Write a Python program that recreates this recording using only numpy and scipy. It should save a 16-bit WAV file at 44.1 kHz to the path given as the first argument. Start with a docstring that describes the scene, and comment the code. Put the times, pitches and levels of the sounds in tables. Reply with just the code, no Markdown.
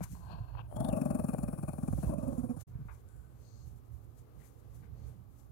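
"""A small dog growls close to a hand-held phone: each throat flutter frees bursts of fold pulses and air through
mouth and nose resonances. A snuffling breath (filtered noise) comes before, a strained whine (harmonics) over it.
After a silent cut it grunts faintly and wags its tail on a soft bed: swelling bands of noise for fur and cloth, in a
quiet, humming room. A gripping hand rumbles and bumps; it muffles the right microphone, the left loses bass at times."""
import sys
import numpy as np
from scipy import signal
from scipy.fft import rfft, irfft, next_fast_len
from scipy.io import wavfile
from scipy.ndimage import uniform_filter1d, map_coordinates

SR = 44100
rng = np.random.default_rng(int(sys.argv[2]) if len(sys.argv) > 2 else 0)


def store_wav(level_fs):
    """Save 16-bit WAV to argv[1]."""
    pcm = np.round(np.clip(np.atleast_2d(level_fs), -1, 1) * 32767)
    wavfile.write(sys.argv[1], SR, pcm.T.astype(np.int16))


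def rack_gain(trim_db):
    """Turn a fader trim in dB into the linear factor to multiply a signal by."""
    fader = np.asarray(trim_db, float)
    return 10 ** (fader / 20)


N = 242991
TIME = np.arange(N) / SR
CUT_START_S, CUT_END_S = 2.636, 2.669
# throat resonances: f/Hz, width/Hz, level/dB
THROAT_PEAKS = [(136.6, 29.7, 2.5), (268.7, 62, 1.5)]
# mouth resonances: f/Hz, width/Hz, level/dB
MOUTH_PEAKS = [(580, 149, 0.5), (800, 118, -2), (1130, 137, -6), (1650, 270, -22)]
# pushes of breath, each starting the mouth ring high: t/s, f/Hz
PUSHES = [(.68, 628.8), (2.058, 640.5)]
SECOND_PUSH_S = PUSHES[1][0]
IN_SECOND_PUSH = TIME >= SECOND_PUSH_S


def unit(x):
    """Scaled to rms 1."""
    return x / np.sqrt(np.mean(x ** 2) + 1e-20)


def curves(rows, rest=-120):
    """One value per sample for each column after the time; rest outside the rows."""
    s, *cols = np.transpose(rows)
    return [np.interp(TIME, s, c, rest, rest) for c in cols]


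def filtered(x, response):
    """x times a complex response of frequency."""
    m = next_fast_len(N + SR // 2)
    return irfft(rfft(x, m) * response(np.fft.rfftfreq(m, 1 / SR)), m)[..., :N]


def resonant(x, peaks):
    """x through parallel band-pass resonances of alternating sign."""
    def response(f):
        total = 0
        for k, (centre, width, db) in enumerate(peaks):
            damping = 1j * f * width
            total = total + (-1) ** k * rack_gain(db) * damping / (centre ** 2 - f * f + damping)
        return total
    return filtered(x, response)


def dull(x, top_hz):
    """x through a steep causal low-pass."""
    return filtered(x, lambda f: 1 / (1 - (f / top_hz) ** 2 + 1.4j * f / top_hz) ** 2)


def wobble(rate):
    """A smooth random curve, rate knots a second."""
    return map_coordinates(rng.standard_normal(int(N * rate / SR) + 4), [TIME * rate])


def noise(spectrum):
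    """Noise of rms 1 coloured by (Hz, dB) points."""
    hz, db = np.transpose(spectrum)
    colour = lambda f: rack_gain(np.interp(np.log(f + 1), np.log(hz + 1), db))
    return unit(filtered(rng.standard_normal(N), colour))


def airy(peaks):
    """Turbulence through resonances, rms 1."""
    return unit(resonant(rng.standard_normal(N), peaks))


def gliding(hz, width_hz):
    """Narrow noise around a moving centre, rms 1."""
    slow = filtered(rng.standard_normal((2, N)), lambda f: 1 / (1 + 2j * f / width_hz) ** 2)
    turn = 2 * np.pi * np.cumsum(hz) / SR
    return unit(slow[0] * np.cos(turn) + slow[1] * np.sin(turn))


def swells(rows, fall):
    """One gain curve per row (s, peak dB, s for 20 dB), straight in dB; a negative rise swaps rise and fall."""
    gains = []
    for s, db, rise, *_ in rows:
        away = np.maximum((s - TIME) / rise, (TIME - s) / (rise * fall))
        gains.append(rack_gain(db - 20 * away))
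    return gains


def held(rows, attack_s, release_s):
    """Summed gains for rows (s, hold s, dB); attack and release are times for 20 dB."""
    gain = 0
    for s, hold, db in rows:
        away = np.maximum((s - TIME) / attack_s, (TIME - s - hold) / release_s)
        gain = gain + rack_gain(db - 20 * np.maximum(0, away))
    return gain


def spread(gain, pan_db):
    """Gains for left and right from a mean gain and a left-right difference in dB."""
    ratio = rack_gain(pan_db)
    return 2 * np.array([gain * ratio / (1 + ratio), gain / (1 + ratio)])


def air_noise():
    """Steady coloured air noise shared by both microphones, with extra noise of its own on the right."""
    # f/Hz, density/dB
    room_spectrum = [(120, -27), (200, 2), (409, -1), (456, -9), (821, -7), (950, -12), (1180, -8.5),
                     (1740, -25), (2800, -33.5), (9060, -37), (11300, -26), (15100, -24.5), (16000, -44)]
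    air = noise(room_spectrum)
    return rack_gain(-70.5 + 0.24 * wobble(1.8)) * [air, .5 * air + 1.87 * noise(room_spectrum)]


def hum():
    """A slightly unsteady low tone that beats through regular nulls."""
    hum_hz, nulls_per_s, flatness = 117.4, 1.42, 1.26
    # t/s, level/dB
    hum_level = [(0, -52), (.72, -57), (2.63, -72), (2.7, -57), (3.4, -63.5), (4.4, -62.5), (5.1, -60.5),
                 (5.51, -63.5)]
    tone = unit(np.sin(2 * np.pi * hum_hz * TIME + .5 * wobble(8.9)) + 0.16 * airy([(hum_hz, 8, 0)]))
    null_s = np.where(TIME < CUT_START_S, 0.36, 3.17)  # one null before and one after the cut
    beat = np.tanh(flatness * np.sin(np.pi * nulls_per_s * (TIME - null_s)))
    return rack_gain(curves(hum_level)[0]) * beat * tone


def handling():
    """The gripping hand rumbles and bumps, unequally at the two microphones."""
    # steady grip: t/s, level/dB, left-right/dB
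    grip_rest = [(0, -55, 3), (.8, -57.5, 0), (1.6, -54, 0), (2.1, -48.5, 0), (2.2, -48, -32),
                 (2.63, -57.5, -25), (2.67, -61.5, -2), (5.51, -57.5, -9)]
    # the hand squeezes: t/s, peak/dB, rise for 20 dB/s, left-right/dB
    squeeze_rows = [(.224, -57, 0.5, 23.5), (0.422, -46, -0.05, 2), (.66, -52, -2.8, -22),
                    (.81, -46, -0.28, 14), (1.3, -53, 0.8, 10), (1.67, -53, 0.4, 21),
                    (1.931, -42, -0.12, -11), (2.079, -34, -0.03, -1), (2.34, -64, -0.37, -19),
                    (2.761, -51, 0.24, -1), (3.06, -69.5, 1.2, 7), (3.292, -49.5, 0, -26),
                    (3.71, -53.5, 0.09, -19), (3.93, -61.5, 0.1, -14), (4.35, -73, -0.6, -10.5),
                    (4.78, -53.5, 0.22, 0), (4.93, -53.5, 0.1, -14), (5.08, -52.5, 0.1569, -12)]
    # soft bumps: t/s, peak/dB, rise for 20 dB/s, left-right/dB
    nudge_rows = [(0.139, -50, 0.1, -4), (0.344, -48, 0.07, -3), (2.7, -57, 0.17, -21),
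                  (2.8, -51, -0.02, -1), (3.439, -68.5, 0.5, -9), (3.676, -56.5, 0.04, -15),
                  (4.39, -61.5, 0.06, -28), (4.87, -68, -0.2, -26.5), (4.99, -61.5, 0.37, -28),
                  (5.209, -57, 0.05, -13)]
    # grip rumble: f/Hz, density/dB
    grip_spectrum = [(13, -60), (22, -42.5), (40, -14), (60, 1), (91, -7), (113, 0), (130, -7),
                     (170, -18.5), (290, -120)]
    # bump rumble: f/Hz, density/dB
    bump_spectrum = [(47, -31), (80, -4.5), (156, 9), (238, -3), (313, -13), (500, -33.5), (650, -71),
                     (1100, -120)]
    rest_db, rest_pan_db = curves(grip_rest)
    steady = spread(rack_gain(rest_db + 2.0 * wobble(9.7)), rest_pan_db)
    squeezes = sum(spread(gain, row[3]) for gain, row in zip(swells(squeeze_rows, fall=0.97), squeeze_rows))
    grip = (steady + squeezes) * rack_gain(1.95 * wobble(15))
    bumps = sum(spread(gain, row[3]) for gain, row in zip(swells(nudge_rows, fall=0.99), nudge_rows))
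    bumps = bumps * rack_gain(3.48 * wobble(30))
    shared = noise(grip_spectrum)
    return grip * [0.313 * shared + 0.3 * noise(grip_spectrum), shared] + bumps * noise(bump_spectrum)


def taps_and_grunts():
    """Taps on the phone and three faint low grunts: decaying sines."""
    # grunts from 2.75 to 2.86 s, taps otherwise: t/s, start level/dB, f/Hz, t60/s
    thump_rows = [(.0072, -35.5, 650, 0.019), (0.0124, -30, 174.7, 0.078), (2.754, -38, 139, 0.066),
                  (2.814, -38.5, 135, 0.086), (2.854, -39.5, 140, .05), (3.258, -59.5, 72.7, 0.06),
                  (3.665, -50.5, 126, 0.025)]
    out = np.zeros(N)
    for s, db, hz, t60 in thump_rows:
        t = np.maximum(TIME - s, 0)
        out += rack_gain(db - 60 * t / t60) * np.sin(2 * np.pi * hz * t)
    return out


def scuffs():
    """Scuffs on the bedding: decaying bursts of cloth noise."""
    # t/s, level before the rise and final gain/dB, rise/s, t60/s
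    scuff_rows = [(.009, -50, 0.012, 0.12), (0.031, -57, 0.0082, 0.131), (2.7, -71, 0.047, 0.98),
                  (2.883, -55.5, 0.0038, 0.2), (3.679, -78, 0.0036, 0.11), (4.411, -76, 0.0039, 0.44),
                  (4.826, -71.5, 0.0042, 0.288)]
    # f/Hz, density/dB
    cloth_spectrum = [(350, -49.5), (600, -10), (798, -9), (934, -2), (1300, -8.5), (1600, -6.5),
                      (1790, -21), (2380, -14), (3220, -43), (3600, -30.5), (4680, -57), (7920, -120)]
    gain = np.zeros(N)
    for s, db, rise, t60 in scuff_rows:
        t = np.maximum(TIME - s, 0)
        gain += rack_gain(db - 60 * t / t60) * (1 - np.exp(-t / rise))
    return 1.35 * gain * noise(cloth_spectrum)


def fur():
    """Fur sweeps past: swelling noise, the finest hairs in a brighter band."""
    # t/s, peak before the overall gain/dB, rise for 20 dB/s, share of the finest hairs 0-1
    swish_rows = [(.039, -53.5, 0.0167, .2), (.13, -68, 0.2048, .2), (1.03, -73, 0.17, .2),
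                  (2.03, -69.5, 0.34, .2), (2.34, -76.5, 0.35, .2), (2.61, -60.5, 0.03, .2),
                  (2.95, -77.5, 0.1, .4), (3.42, -84, 0.1, .4), (3.68, -78, 0.08, .3), (3.78, -84, .06, .6),
                  (3.94, -76, 0.065, .7), (4.045, -82, 0.03, .7), (4.19, -79, 0.06, .1),
                  (4.455, -74.5, 0.11, .45), (4.6, -84, 0.05, .5), (4.765, -76, 0.08, .55),
                  (5.09, -77.5, 0.09, .55), (5.4, -78, 0.09, .3)]
    # f/Hz, density/dB
    fur_spectrum = [(880, -48), (1500, -14), (3030, -19), (5440, -15.5), (6370, -9), (9470, -12),
                    (11700, -10.5), (16000, -20.5)]
    # finest hairs: f/Hz, density/dB
    fine_spectrum = [(5000, -40), (7000, -10), (9500, -9), (11000, 2), (13000, -4), (16000, -6)]
    sweeps = np.array(swells(swish_rows, fall=1))
    fine = np.transpose(swish_rows)[3]
    coarse_hair = (rack_gain(-93) + np.sqrt(1 - fine) @ sweeps) * noise(fur_spectrum)
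    fine_hair = np.sqrt(fine) @ sweeps * noise(fine_spectrum)
    return rack_gain(4.5 + 1.7 * wobble(40)) * (coarse_hair + fine_hair)


def inhale():
    """A fluttering breath in: each snout band grows with the flow and changes as the throat catches."""
    # t/s, flow/dB, throat catch 0-1
    inhale_track = [(.135, -100, 0), (.148, -60.5, 0), (.194, -68, 0.01), (.326, -54.5, 0.08),
                    (.434, -63, 0.14), (.514, -63.5, 0.14), (.56, -58.5, 0.27), (.585, -52, 0.5),
                    (.614, -52, 1), (.624, -63, 0.9), (.665, -67.5, 1), (.69, -85, .8)]
    # one list per snout band: f/Hz, width/Hz, level/dB
    snout_bands = [
        [(699, 267, -3), (1030, 150, 0.5), (1580, 86, -4.5)],
        [(2533, 290, 5.5), (2958, 740, 3)],
        [(4330, 170, 0)],
    ]
    # per snout band: level at reference flow/dB, growth/(dB per dB), change at full catch/dB
    snout_law = [(-56.5, 1, -1.5), (-70, 1.5, 5.5), (-63.5, 1.67, -33)]
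    reference_flow_db = -57
    flow_db, catch = curves(inhale_track)
    catch = np.clip(catch, 0, 1)
    air = 0
    for (db, growth, caught_db), band in zip(snout_law, snout_bands):
        level_db = db + growth * (flow_db - reference_flow_db) + caught_db * catch
        air = air + rack_gain(level_db) * dull(airy(band), 1.056 * band[-1][0])
    return rack_gain(2.2 * wobble(69.9)) * air


def smacks():
    """Wet clicks: short sines that fade by the cycle."""
    # t/s, level before the onset and fade/dB, f/Hz
    smack_rows = [(.152, -47.5, 950), (0.319, -48, 800), (.389, -54, 875), (0.552, -36, 940),
                  (0.573, -39, 930), (.593, -37, 1000), (.714, -42, 680), (0.726, -35, 670),
                  (.848, -37.5, 3540), (1.347, -23, 571), (3.0883, -49.5, 8100), (3.7144, -59, 10800)]
    out = np.zeros(N)
    for s, db, hz in smack_rows:
        cycles = np.maximum(TIME - s, 0) * hz
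        out += rack_gain(db - 6.5 * cycles) * np.sin(2 * np.pi * cycles) * (1 - np.exp(-4 * cycles))
    return out


def pulse_train(opens, after_s, sizes):
    """Single-sample pulses at delays after each burst start."""
    at = (opens[:, None] + after_s * SR).astype(int)
    return np.bincount(at.ravel(), sizes.ravel(), N)[:N]


def levelled(x, floor):
    """x over its running mean, with a floor as a share of its peak."""
    return x / (np.abs(uniform_filter1d(x, SR // 8)) + floor * x.max())


def vocal_folds(pulses):
    """Fold pulses through throat and mouth resonances, evened in level."""
    voice = dull(resonant(-pulses, THROAT_PEAKS), top_hz=309.0)  # soft folds close without a click
    voice += dull(resonant(pulses, MOUTH_PEAKS[:2]), top_hz=1000) * rack_gain(-21.5)
    running_rms = np.sqrt(np.abs(uniform_filter1d(voice ** 2, SR // 8)))
    return voice / (running_rms + 0.00069 * voice.max())


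def flap_ticks(opens, since_s, voice_db):
    """A wet tick as the flap parts, ever further ahead of the burst within each push."""
    # f/Hz, width/Hz, level/dB
    tick_peaks = [(705, 510, -0.5), (1220, 450, -5)]
    wet = lambda x: dull(resonant(x, tick_peaks), top_hz=1650)
    lead_s = 0.00101 + 0.00301 * since_s
    parts = opens - (lead_s * SR).astype(int)
    strength = rack_gain(2.4 * rng.standard_normal(len(opens)))
    ticks = wet(np.bincount(parts, strength, N)) / np.abs(wet(TIME == 0)).max()
    return ticks * rack_gain(voice_db - 8 - 8.5 * IN_SECOND_PUSH)


def mouth_ring(voice_db, shut, tail):
    """Two narrow bands of noise that sag in pitch in each push; the upper fades as the growl settles."""
    # one per push: sag/(Hz/s)
    ring_sag = [71, 330]
    first, second = [hz - sag * (TIME - s) for (s, hz), sag in zip(PUSHES, ring_sag)]
    ring_hz = np.where(IN_SECOND_PUSH, second, first)
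    bright_db = -5 - 50 * np.maximum(TIME - .85, 0)
    ring = gliding(ring_hz, width_hz=100) + rack_gain(bright_db) * gliding(ring_hz + 170, width_hz=170)
    ring_db = voice_db + 0.5 - 21.5 * shut - 4 * IN_SECOND_PUSH
    steady_open, steady_shut = .52, .08  # share between bursts
    swing = steady_open + (steady_shut - steady_open) * shut + 0.28 * tail
    return rack_gain(ring_db) * swing * rack_gain(0.92 * wobble(50.7)) * ring


def tongue_rasp(opens, air_db, puff, tail, scatter_db):
    """Narrow gliding noise of air past the tongue, with an upper band while the tongue is high."""
    # t/s, f/Hz, level over the air flow/dB
    rasp_track = [(.69, 3000, -10), (.72, 3120, -1), (.74, 3170, -8), (.765, 3280, -3), (.785, 3320, -10),
                  (.85, 3500, -1.5), (.895, 3600, -11), (.905, 2700, -4), (1, 2530, -11),
                  (1.6, 2453, -10.5), (2, 2410, -18.5), (2.06, 2600, -4), (2.1, 2600, -6.5),
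                  (2.16, 2500, -14), (2.23, 2550, -10), (2.3, 2450, -14), (2.55, 2400, -13)]
    rasp_hz, rasp_db = curves(rasp_track)
    air = gliding(rasp_hz, width_hz=250)
    air += rack_gain(-9.5) * (TIME < .9) * gliding(rasp_hz + 950, width_hz=400)
    burst_db = scatter_db * rng.standard_normal(len(opens))
    flicker = rack_gain(np.interp(TIME, TIME[opens], burst_db) + 2 * wobble(60))
    return rack_gain(air_db + rasp_db) * (.22 + .3 * puff + .12 * tail) * flicker * air


def nose_air(air_db, puff, scatter_db):
    """Nose hiss and narrow nose rings, both pulsed by the puffs."""
    # f/Hz, width/Hz, level/dB
    hiss_peaks = [(8800, 420, -2), (10300, 380, 0), (10900, 400, -3), (12200, 330, -10), (15200, 800, -11)]
    # rings at each burst: f/Hz, width/Hz, level at 270 Hz width/dB
    ring_peaks = [(4380, 220, -11), (5500, 220, -8), (7060, 260, 0)]
    nose = rack_gain(air_db) * (.62 + .25 * puff) * rack_gain(0.88 * wobble(40.4)) * airy(hiss_peaks)
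    rings = 0
    for peak in ring_peaks:
        _, width_hz, db = peak
        rings = rings + rack_gain(scatter_db * wobble(18)) * airy([peak]) * rack_gain(db) * np.sqrt(width_hz / 270)
    return nose + rack_gain(air_db - 12) * (0.32 + .5 * puff) * rings


def growl():
    """Each flutter frees the vocal folds for a few cycles and lets a puff of air through."""
    # t/s, voice effort/dB, air flow/dB, voice pitch/Hz, mouth opening 0-1
    growl_track = [(.66, -80, -94, 199, 0.87), (.685, -64, -76, 198, 0.98), (.705, -64, -70.5, 200, 0.93),
                   (.725, -55, -64.5, 200, 1), (.775, -47.5, -64.5, 197, 1), (.805, -38.5, -59, 220, 0.81),
                   (.92, -38, -59, 207.5, 0.88), (1.17, -37, -58.5, 220.7, 0.64),
                   (1.3, -37.5, -57, 207.6, 0.25), (1.45, -40.5, -61.5, 210, 0.53),
                   (1.6, -42.5, -61.5, 164.5, 0.33), (1.72, -44, -62.5, 174, 0.26),
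                   (1.84, -40, -63, 199.6, 0.45), (2.0, -41, -63, 176, 0.18), (2.06, -40, -61.5, 182, 0.56),
                   (2.095, -36, -63, 182, 0.72), (2.13, -37.5, -60.5, 217, 0.97),
                   (2.16, -36, -58, 223, 0.96), (2.21, -38.5, -67.5, 247.4, 1),
                   (2.3, -33.5, -66.5, 251, 0.9), (2.4, -34.5, -66, 232, 0.59),
                   (2.52, -34.5, -68.5, 240, 0.48), (2.57, -44.5, -72, 160, 0.5),
                   (2.62, -71, -61, 198.6, 0.98)]
    # each throat flutter: t/s, level over the voice effort/dB, length/s
    burst_rows = [(0.7613, -0.5, 0.0085), (0.8009, 0.5, .007), (0.8452, -2, 0.0067), (0.8848, 0, 0.0067),
                  (0.927, 1.5, 0.0078), (.9671, -2, .012), (1.0138, 2, 0.0067), (1.0545, 0.5, .009),
                  (1.104, 0.5, 0.0095), (1.1475, 0.5, 0.0088), (1.1912, -1.5, .009), (1.2406, 1, 0.0084),
                  (1.286, 0, 0.01), (1.3333, -2, 0.008), (1.3837, 0, .007), (1.431, 1, 0.0098),
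                  (1.483, 0, 0.0078), (1.5303, -0.5, .012), (1.582, -2.5, 0.013), (1.631, 1.5, .008),
                  (1.682, 1.5, 0.012), (1.7347, -4, 0.0052), (1.7837, -2, 0.0057), (1.8308, 2, .006),
                  (1.8812, 0.5, 0.0063), (1.9296, 1.5, 0.0063), (1.9823, 0.5, .006), (2.032, -2.5, .016),
                  (2.092, 0, .006), (2.1397, -2, 0.0066), (2.1813, 2, 0.0076), (2.2289, -0.5, 0.0096),
                  (2.2765, 2, .014), (2.3243, -3.5, 0.011), (2.3779, 0, .024), (2.4346, 0.5, 0.015),
                  (2.4916, -0.5, 0.029), (2.5658, 1, .011)]
    scatter_db = 2.2
    voice_db, air_db, pitch_hz, opening = curves(growl_track)
    shut = 1 - np.clip(opening, 0, 1)
    starts_s, strength_db, length_s = np.transpose(burst_rows)
    opens = (starts_s * SR).astype(int)
    since_s = TIME[opens] - np.where(TIME[opens] < SECOND_PUSH_S, PUSHES[0][0], SECOND_PUSH_S)

    chance = rng.standard_normal((len(opens), 2, 10))
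    periods_s = np.exp(.05 * chance[:, 0]) / pitch_hz[opens, None]
    after_s = np.cumsum(periods_s, axis=1) - periods_s[:, :1]
    sizes = rack_gain(chance[:, 1]) * np.exp(-(after_s / length_s[:, None]) ** 4)
    sizes[:, :2] *= 1.1  # the folds fly open hard, then the swing fades
    strength = rack_gain(strength_db[np.searchsorted(starts_s, TIME).clip(1) - 1])
    voice = vocal_folds(pulse_train(opens, after_s, sizes)) * strength

    lag_s = 0.0029 - 0.00303 * since_s  # the air follows the first swing, ever sooner
    pulses = pulse_train(opens, after_s + lag_s[:, None], sizes)
    puff = uniform_filter1d(uniform_filter1d(pulses, 300), 260)  # air flows while the folds swing
    puff = levelled(puff, floor=0.012) * strength * rack_gain(1.5 * wobble(20))
    strikes = uniform_filter1d(uniform_filter1d(pulses, 70), 50)  # each single closure chops the air
    strikes = levelled(strikes, floor=0.0008)
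    tail = filtered(puff, lambda f: 1 / (1 + 2j * np.pi * f * .011))  # air dies away after a burst
    leak_open, leak_shut = .32, .07  # share of air escaping between bursts
    leak = leak_open + (leak_shut - leak_open) * shut
    flow = leak + (1 - leak) * (0.08 * puff + 0.25 * tail + 0.09 * strikes)

    chest_air = dull(airy(THROAT_PEAKS + [(343.0, 115, -5.5)]), top_hz=462.0)
    low = rack_gain(voice_db) * voice + rack_gain(voice_db - 4 - 13.5 * shut) * chest_air
    mouth = rack_gain(air_db + 13) * flow * dull(airy(MOUTH_PEAKS), top_hz=1860)
    mouth += mouth_ring(voice_db, shut, tail)
    rasp = tongue_rasp(opens, air_db, puff, tail, scatter_db)
    return low + mouth + rasp + nose_air(air_db, puff, scatter_db) + flap_ticks(opens, since_s, voice_db)


def whine():
    """The folds hold an unsteady note under strain, with air in its upper overtones."""
    # t/s, pitch/Hz, level/dB
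    whine_track = [(2.07, 284.7, -57), (2.09, 289.9, -46), (2.116, 318.2, -43.5), (2.14, 279.6, -45),
                   (2.175, 285, -42.5), (2.205, 307.2, -47.5), (2.25, 298.8, -48), (2.3, 280.2, -47.5),
                   (2.345, 262, -50.5), (2.4, 250, -56.5), (2.55, 240, -55), (2.6, 229.7, -81)]
    # one per harmonic from the fundamental: level/dB
    overtones = [0, -0.5, -15.5, -18]
    # f/Hz, width/Hz, level/dB
    whine_air_peaks = [(950, 246, -1.9), (1110, 223, -1.6)]
    pitch_hz, level_db = curves(whine_track)
    turn = 2 * np.pi * np.cumsum(np.abs(pitch_hz) * (1 + .045 * wobble(90))) / SR
    note = sum(rack_gain(db + 3.5 * wobble(60)) * np.sin((k + 1) * turn) for k, db in enumerate(overtones))
    return rack_gain(level_db) * (note + rack_gain(-12.5 + 1.2 * wobble(40.35)) * airy(whine_air_peaks))


def bedding():
    """Wavering low rustle under the wagging dog."""
    # t/s, level/dB
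    rustle_level = [(2.68, -74.5), (3.4, -75.5), (4, -77.5), (4.3, -74), (5.1, -71.5), (5.3, -80.5),
                    (5.51, -98)]
    # f/Hz, width/Hz, level/dB
    bedding_peaks = [(450, 110, 0)]
    return rack_gain(curves(rustle_level)[0] + 2.5 * wobble(5.5)) * airy(bedding_peaks)


def sniffs():
    """Breaths in and out through the nostrils: held gains on resonant turbulence."""
    # breaths out: t/s, hold/s, level/dB
    out_rows = [(3.46, 0.17, -74), (4.99, 0.057, -82)]
    # breaths in: t/s, hold/s, level/dB
    in_rows = [(3.082, 0.089, -76)]
    # breathing out: f/Hz, width/Hz, level/dB
    nostril_out_peaks = [(4350, 450, 1.5), (6440, 460, 3), (8100, 510, -5)]
    # breathing in: f/Hz, width/Hz, level/dB
    nostril_in_peaks = [(1506, 52, 11.5), (7200, 535, -1), (8050, 1340, -4.5), (10600, 1030, -2)]
    breath_out = held(out_rows, attack_s=.1, release_s=.1) * airy(nostril_out_peaks)
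    return breath_out + held(in_rows, attack_s=.015, release_s=.4) * airy(nostril_in_peaks)


def brushes():
    """The tail brushes the bed rim: swells of resonant noise."""
    # t/s, peak/dB, rise for 20 dB/s
    brush_rows = [(4.42, -71, 0.05), (4.84, -73.5, 0.04)]
    # f/Hz, width/Hz, level/dB
    rim_peaks = [(1985, 650, -1), (2390, 320, -6)]
    return sum(swells(brush_rows, fall=1.5)) * airy(rim_peaks)


def scene():
    """The sound arriving at the two microphones."""
    room = air_noise() + hum()
    mono = taps_and_grunts() + scuffs() + fur() + inhale() + smacks() + growl() + whine()
    mono += bedding() + sniffs() + brushes()
    return room + handling() + mono


def left_microphone(x):
    """Open: a low cut, a bass shelf that switches, and a brief level dip."""
    # bass: t/s, level/dB
    bass_track = [(0, 0), (2.14, 0), (2.144, -25), (2.65, -25), (2.66, 0), (5.51, 0)]
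    # the level dips briefly as the bass drops out: t/s, level/dB
    dip_track = [(2.141, 0), (2.144, -11), (2.175, -8), (2.205, 0)]
    left = rack_gain(5.5) * filtered(x, lambda f: 1j * f / (85 + 1j * f))
    highs = filtered(left, lambda f: f * f / (600 ** 2 + f * f))
    bass = rack_gain(curves(bass_track, rest=0)[0])
    return (bass * left + (1 - bass) * highs) * rack_gain(curves(dip_track, rest=0)[0])


def right_microphone(x):
    """Muffled: the hand passes mainly low notes, late, over the self-noise."""
    # self-noise: f/Hz, density/dB
    hiss_spectrum = [(100, 9), (600, -5), (1200, -7), (2000, -7), (5000, -11.5), (8300, -30), (10500, -10),
                     (16000, -8.5)]
    muffle = lambda f: 1 / ((1 + 1j * f / 215) * (1 + 1j * f / 1500) * (1 + (f / 1200) ** 4))
    return rack_gain(3.5) * filtered(x, muffle) + rack_gain(-74.5) * noise(hiss_spectrum)


def band_limit(x):
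    """A steep low-pass at the top of the band."""
    return signal.sosfilt(signal.butter(12, 15770, fs=SR, output="sos"), x)


def record(dry):
    """Both microphones, silenced during the cut with a short fade on each side."""
    fade_s = .01
    outside = np.maximum((CUT_START_S - TIME) / fade_s, (TIME - CUT_END_S) / fade_s)
    mix = np.array([left_microphone(dry[0]), right_microphone(dry[1])]) * np.clip(outside, 0, 1)
    return band_limit(mix)


dry = scene()
out = record(dry)
store_wav(out)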